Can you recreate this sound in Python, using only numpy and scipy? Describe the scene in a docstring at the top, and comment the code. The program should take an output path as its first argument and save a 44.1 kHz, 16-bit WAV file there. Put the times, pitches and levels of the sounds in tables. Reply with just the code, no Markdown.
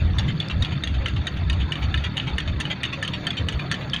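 """Hollow clacks and ringing iron: a shod horse trots fast on asphalt, pulling a light cart.
Each impact excites the damped modes of hoof and shoe; the diagonal partner lands just after, and
friction scuffs the shoes as they push off. Beneath are the cart's rattle and the engine throb and tyre
hiss of a motor vehicle that keeps pace, carrying a microphone buffeted by gusts of wind."""
import sys
import numpy as np
from scipy import signal
from scipy.fft import rfft, irfft, next_fast_len
from scipy.io import wavfile
from scipy.ndimage import uniform_filter1d

SR = 44100
rng = np.random.default_rng(int(sys.argv[2]) if len(sys.argv) > 2 else 0)


def inscribe(sig):
    """Save sig as 16-bit PCM at rate SR to the path in sys.argv[1].

    A 1-D sig is mono; a 2-D sig holds one channel per row.
    Samples are clipped to [-1, 1] before scaling.
    """
    pcm = np.round(np.clip(np.atleast_2d(sig).T, -1, 1) * 32767)
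    wavfile.write(sys.argv[1], SR, pcm.astype(np.int16))


N = 176400
T = np.arange(N) / SR

# Modes of the iron shoe. Each row: multiple of its pitch, relative level in dB, T60 in seconds.
SHOE_MODES = [(0.882, -9.5, 0.024), (0.998, 4.5, 0.022), (1.238, -2, 0.013)]
# High modes of the shoe. Each row: frequency in Hz, relative level in dB, T60 in seconds.
CLINK_MODES = [(6500, -3.5, 0.011), (8210, 10.5, 0.0076), (9030, 3.5, .016), (10290, 1.5, 0.0082)]
# Response of the microphone. Each row: frequency in Hz, gain in dB.
MIC_RESPONSE = [(1000, 1), (3800, -0.5), (4100, -9.5), (4500, -2.5), (5100, -20), (6750, -7.5),
                (7500, -23.5), (9300, -21), (12500, -25), (14200, -25.5), (15200, -10), (15900, -39.5)]


def hooves(crush_s=0.005, crack_s=0.0018, tail_s=0.036):
    """Impact excitation: each blow sets hoof and shoe ringing, cracks grit and leaves a short rattle."""
    # Contacts and bounces. 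Each row: start in seconds, relative levels of knock, shoe ring and clink
    # in dB, shoe pitch in Hz.
    contacts = [(0.1842, -33.5, -25.5, -40.0, 3600), (0.1894, -33, -43, -42, 3740),
                (0.1939, -39, -29, -62, 3590), (0.401, -47, -23.0, -43.5, 3430),
                (0.6233, -34.5, -24.5, -40, 3780), (0.6474, -49, -27, -49.5, 3360),
                (0.8361, -31.5, -25.5, -41.5, 3610), (0.873, -39, -29.5, -48, 3280),
                (1.059, -29, -25.5, -43.5, 3050), (1.0825, -38, -31.5, -47, 2690),
                (1.2686, -29.5, -26.5, -41.5, 3680), (1.2768, -58, -32.0, -55, 3070),
                (1.498, -31, -25, -41.0, 2920), (1.529, -63, -32.5, -46.5, 3020),
                (1.7207, -34, -23.5, -44, 3010), (1.7549, -38.0, -31.5, -56, 2920),
                (1.9413, -26.5, -24.0, -47.5, 2910), (1.9753, -36.5, -33, -53, 3640),
                (2.1688, -35, -26.5, -43, 2970), (2.1781, -37, -24, -45, 2880),
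                (2.1983, -37.0, -25.5, -64, 3030), (2.3816, -26, -25.5, -39.5, 2920),
                (2.4016, -33.5, -30.5, -50, 3280), (2.6013, -31.5, -33, -37, 3320),
                (2.6089, -35.0, -30, -40.0, 2700), (2.6525, -37, -28.0, -53, 3050),
                (2.8323, -29, -27.5, -38.5, 2940), (2.8386, -32, -24.5, -52, 2940),
                (2.8508, -38, -26.5, -46, 3020), (3.0264, -24.5, -32, -37.5, 2860),
                (3.0482, -38, -30.5, -48, 2890), (3.0772, -53, -28.5, -43, 3080),
                (3.0822, -53.5, -36, -62, 3100), (3.2676, -28, -23.0, -36.5, 3060),
                (3.305, -52, -24, -46.5, 3385), (3.4856, -31.5, -25.0, -37, 3030),
                (3.5234, -45, -34, -49, 3030), (3.714, -24.5, -28.5, -34, 3380),
                (3.7225, -29.5, -32.5, -44, 3240), (3.7415, -33.0, -30.5, -46.5, 3280),
                (3.9336, -34, -21.0, -43.5, 3190), (3.9415, -41, -27.5, -47, 3220),
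                (3.9621, -51, -25.5, -52.5, 3080)]
    # Modes of the hollow hoof. Each row: frequency in Hz, relative level in dB, T60 in seconds.
    hoof_modes = [(1360, -11.5, 0.065), (1618, -11.5, 0.056), (1819, 1.5, 0.041), (2000, -1, 0.023)]
    # Spectrum of cracking grit. Each row: frequency in Hz, relative gain in dB.
    crack_spectrum = [(2000, -15), (5500, 15), (10200, 9.5), (13000, 1)]
    out, t = np.zeros(N), T[:SR // 6]
    impulse = unit_energy(1. * (t == 0))
    for start, knock_db, shoe_db, clink_db, hz in contacts:
        force = impulse + undb(-4.5) * unit_energy(grit(len(t)) * np.exp(-t / crush_s))
        knock = undb(knock_db + 1) * unit_at_mic(ring(force, hoof_modes))
        shoe = undb(shoe_db) * unit_at_mic(ring(force, SHOE_MODES, hz))
        clink = undb(clink_db - 7.5) * unit_at_mic(ring(force, CLINK_MODES))
        fracture = unit_energy(grit(len(t)) * t * np.exp(-t / crack_s))
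        crack = colour(fracture / 2 + unit_energy(chatter(fracture)), crack_spectrum)
        crack = undb(clink_db + 3.5) * unit_at_mic(crack)
        tail = unit_at_mic(chatter(grit(len(t)) * np.exp(-t / tail_s)))
        tail_gain = undb(-8.5) * np.hypot(undb(knock_db), undb(shoe_db))
        add(out, start, knock + shoe + clink + crack + tail_gain * tail)
    return out


def scuffs(drag_s=0.03):
    """Sliding friction: grit scrapes and rings the dragging shoe, which clinks as it first catches."""
    # Push-offs. Each row: start in seconds, relative level in dB, shoe pitch in Hz.
    push_offs = [(0.279, -28, 2965), (0.496, -26.5, 2880), (0.717, -35, 2530), (0.936, -35.5, 3070),
                 (1.158, -33.5, 3060), (1.364, -36, 2780), (1.598, -30.5, 3380), (1.819, -29, 2930),
                 (2.037, -25, 3355), (2.268, -26.5, 2180), (2.472, -32, 3720), (2.699, -24, 2250),
                 (2.925, -26.5, 2640), (3.131, -26, 2680), (3.366, -26, 3070), (3.588, -30, 3010),
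                 (3.807, -33, 2080)]
    out, t = np.zeros(N), T[:SR // 5]
    for start, db, hz in push_offs:
        grains = grit(len(t), spread_db=5.1)
        scrape = unit_rms(chatter(grains)) + undb(-5.5) * unit_rms(ring(grains, SHOE_MODES, hz))
        clink = undb(-15) * unit_rms(ring(grains, CLINK_MODES))
        add(out, start, undb(db) * (swell(t, drag_s) * scrape + swell(t, drag_s / 2) * clink))
    return out


def ticks():
    """Impulse response: a small hard part snaps taut, and its heavily damped modes give a dry tick."""
    # Snaps. Each row: start in seconds, level in dB.
    snaps = [(0.4854, -41), (3.899, -41.5)]
    # Modes of the part. Each row: frequency in Hz, relative level in dB, T60 in seconds.
    tick_modes = [(4920, -9, 0.0068), (8500, -13, 0.0023)]
    out, impulse = np.zeros(N), 1. * (T[:SR // 8] == 0)
    for start, db in snaps:
        add(out, start, undb(db) * unit_at_mic(ring(impulse, tick_modes)))
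    return out


def cart(fitting_t60_s=0.048):
    """Free vibration after random impacts: fittings tap, harness rings jingle, the frame rattles dully."""
    # Spectrum of the loose fittings. Each row: frequency in Hz, relative gain in dB.
    fitting_spectrum = [(1500, -1.5), (3800, 2.5), (8000, -8.5)]
    # Modes of the harness rings. Each row: frequency in Hz, relative level in dB, T60 in seconds.
    jingle_modes = [(3810, 0.5, .11), (4240, -1.5, 0.12)]
    # Frame rattles. Each row: start in seconds, relative level in dB, length in seconds, pitch in Hz.
    bumps = [(0.188, -38.5, 0.068, 735), (2.041, -40, 0.055, 1180), (2.276, -37, 0.061, 1024),
             (3.386, -40.5, 0.24, 382)]
    fitting_hz = np.exp(rng.uniform(np.log(1200), np.log(5400), (12, 7)))  # 12 fittings, 7 modes each
    fittings = sum(ring(taps(), [(hz, 0, fitting_t60_s) for hz in notes]) for notes in fitting_hz)
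    jingle = undb(-56) * unit_rms(ring(taps(), jingle_modes))
    frame, t = np.zeros(N), T[:SR // 3]
    for start, db, length, hz in bumps:
        boards = ring(grit(len(t)), [(.82, -1, 0.059), (1.17, 7.5, 0.02)], hz)
        add(frame, start, undb(db) * swell(t, length) * unit_rms(boards))
    return undb(-42) * unit_rms(colour(fittings, fitting_spectrum)) + jingle + frame


def engine():
    """Periodic firing: exhaust harmonics waver over a rumble modulated at the firing rate."""
    # Engine speed. Each row: time in seconds, firings per second.
    speed = [(0, 39.7), (2.0, 37.0), (3.5, 38.2), (4.0, 33)]
    # Exhaust harmonics. Each row: multiple of the firing rate, level in dB.
    orders = [(2, -40), (3, -43), (4, -37.5), (5, -41), (7, -51), (8, -48.5), (9, -52), (16, -59)]
    # Spectrum of the rumble. Each row: frequency in Hz, relative gain in dB.
    rumble_spectrum = [(50, -15), (90, -4), (140, 1), (200, -7.5), (300, -11.5), (1200, -43.5)]
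    firing_hz = np.interp(T, *np.array(speed).T) * (1 + 0.00325 * wander(14))
    phase = 2 * np.pi * np.cumsum(firing_hz) / SR
    exhaust = sum(undb(db + 2.63 * wander(12)) * np.sin(order * phase + 2 * np.pi * rng.random())
                  for order, db in orders)
    throb = rng.standard_normal(N) * (1 + .5 * np.cos(phase))
    rumble = unit_rms(colour(throb, rumble_spectrum))
    return exhaust + undb(-33.5 + 0.99 * wander(12)) * rumble


def tyres(bands=24, flutter_db=4.5):
    """Rolling noise: on uneven asphalt each band of the tyres' hiss flutters independently."""
    # Spectrum of the hiss. Each row: frequency in Hz, relative gain in dB.
    road_spectrum = [(200, -6.5), (600, 11.5), (1100, 6.5), (3100, 0.5), (6500, -6), (8000, -12.5),
                     (15000, -13)]
    noise = rfft(rng.standard_normal(N))
    band = np.digitize(np.fft.rfftfreq(N, 1 / SR), np.geomspace(300, 10000, bands - 1))
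    hiss = sum(undb(flutter_db * wander(28.07)) * irfft(noise * (band == k), N) for k in range(bands))
    return undb(-43 + 1.8 * wander(35)) * unit_rms(colour(hiss, road_spectrum))


def wind():
    """Turbulence: each gust buffets the microphone with low eddies, their pressure peaks rounded off."""
    # Gusts. Each row: middle in seconds, relative level in dB, half length in seconds, pitch in Hz.
    gusts = [(0.01,-18,0.079,73.7), (0.164,-21,0.076,78), (0.311,-23.5,0.073,142.7),
             (0.587,-20.5,0.049,73.4), (0.74,-25.5,0.037,109), (0.963,-21.5,0.079,77.6),
             (1.164,-21.5,0.046,81.5), (1.454,-22.5,0.087,73), (1.581,-21,0.068,74), (1.943,-22.5,0.11,80),
             (2.264,-28.5,0.046,141), (2.344,-22.5,0.023,73.6), (2.515,-24,0.062,77.7),
             (3.437,-22.5,0.029,81), (3.562,-21,0.015,85.5)]
    # Spectrum of the eddies. Each row: multiple of the gust's pitch, relative gain in dB.
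    eddy_spectrum = [(.5, -20.5), (.8, 0.5), (1.25, -3.5), (1.8, -20), (20, -73.5)]
    out = np.zeros(N)
    for middle, db, half, hz in gusts:
        eddies = colour(rng.standard_normal(N), [(k * hz, gain_db) for k, gain_db in eddy_spectrum])
        envelope = np.exp(-.5 * np.abs((T - middle) / half) ** 3)
        rounded = np.tanh(unit_rms(eddies, weights=envelope ** 2) / 2)
        out += undb(db - 0.5) * envelope * unit_rms(rounded, weights=envelope ** 2)
    return out


def ring(force, modes, pitch=1, spread_db=3, detune=0.024, rise_s=0.00033):
    """Modal superposition: a force drives damped sines, each scattered a little in level and tuning."""
    t = T[:SR // 8]
    response = np.zeros(len(t))
    for f, db, t60 in modes:
        louder, sharper = rng.standard_normal(2)
        decay = undb(db + spread_db * louder - 60 * t / t60)
        response += decay * np.sin(2 * np.pi * f * pitch * (1 + detune * sharper) * t)
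    onset = (1 - np.exp(-t / rise_s)) ** 2
    return signal.fftconvolve(force, response * onset)[:len(force)]


def chatter(force, count=46, t60_s=0.056):
    """Dense random resonances: every contact touches another spot and excites other modes."""
    # Spectrum of scraping. Each row: frequency in Hz, gain in dB.
    scrape_spectrum = [(400, -13.5), (900, -3.5), (3000, 12.5), (12000, -5)]
    mode_hz = np.geomspace(713, 11013, count) * np.exp(0.0546 * rng.standard_normal(count))
    return colour(ring(force, [(hz, 0, t60_s) for hz in mode_hz]), scrape_spectrum)


def grit(size, spread_db=5.5):
    """Heavy-tailed noise: a dense crackle of grains of very unequal strength."""
    grains = rng.standard_normal(size)
    return unit_rms(grains * undb(spread_db * np.minimum(rng.exponential(size=size), 6)))


def taps(per_s=48):
    """Poisson process: light taps of unequal strength."""
    return (rng.random(N) < per_s / SR) * rng.uniform(-0.92, 1, N)


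def swell(t, length, attack_s=0.0035):
    """Envelope with a linear attack and a Gaussian release."""
    return np.minimum(t / attack_s, 1) * np.exp(-(t / length) ** 2)


def wander(rate_hz):
    """Slow modulation: random steps smoothed twice, at rms 1."""
    hold = int(SR / rate_hz)
    steps = np.repeat(rng.standard_normal(N // hold + 1), hold)
    return unit_rms(uniform_filter1d(uniform_filter1d(steps, hold), hold)[:N])


def colour(x, points):
    """Minimum-phase filter through (Hz, dB) points."""
    size = next_fast_len(len(x) + 2048, real=True)
    hz, db = np.array(points).T
    f = np.maximum(np.fft.rfftfreq(size, 1 / SR), 1)
    gain = undb(np.interp(np.log(f), np.log(hz), db))
    cepstrum = irfft(np.log(gain), size)
    cepstrum[1:size // 2] *= 2  # folding onto positive time makes the filter causal
    cepstrum[size // 2 + 1:] = 0
    return irfft(rfft(x, size) * np.exp(rfft(cepstrum)), size)[:len(x)]


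def undb(db):
    """Decibels to amplitude ratio."""
    return 10 ** (np.asarray(db) / 20)


def unit_rms(x, weights=None):
    """Scale to rms 1, optionally weighted over time."""
    return x / np.sqrt(np.average(x ** 2, weights=weights))


def unit_energy(x):
    """Scale a transient to the energy of 10 ms at rms 1."""
    return x / np.sqrt(np.sum(x ** 2) / (.01 * SR))


def unit_at_mic(x):
    """Scale a transient to have the energy of 10 ms at rms 1 after the microphone's response."""
    return x * np.sqrt(.01 * SR / np.sum(colour(x, MIC_RESPONSE) ** 2))


def add(out, start, x):
    """Mix x in at a start time in seconds."""
    i = max(int(start * SR), 0)
    out[i:i + len(x)] += x[:max(N - i, 0)]


def scene():
    """Superposition: horse, cart, vehicle and wind sum at one microphone."""
    return (hooves() + scuffs() + ticks() + cart() + engine() + tyres() + wind())[None]


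def record(dry):
    """Frequency response: the microphone dulls the treble unevenly, and a steep low-pass cuts the top."""
    low_pass = signal.ellip(8, .2, 70, 15900, fs=SR, output="sos")
    return signal.sosfilt(low_pass, colour(dry[0], MIC_RESPONSE))[None]


dry = scene()
out = record(dry)
inscribe(out)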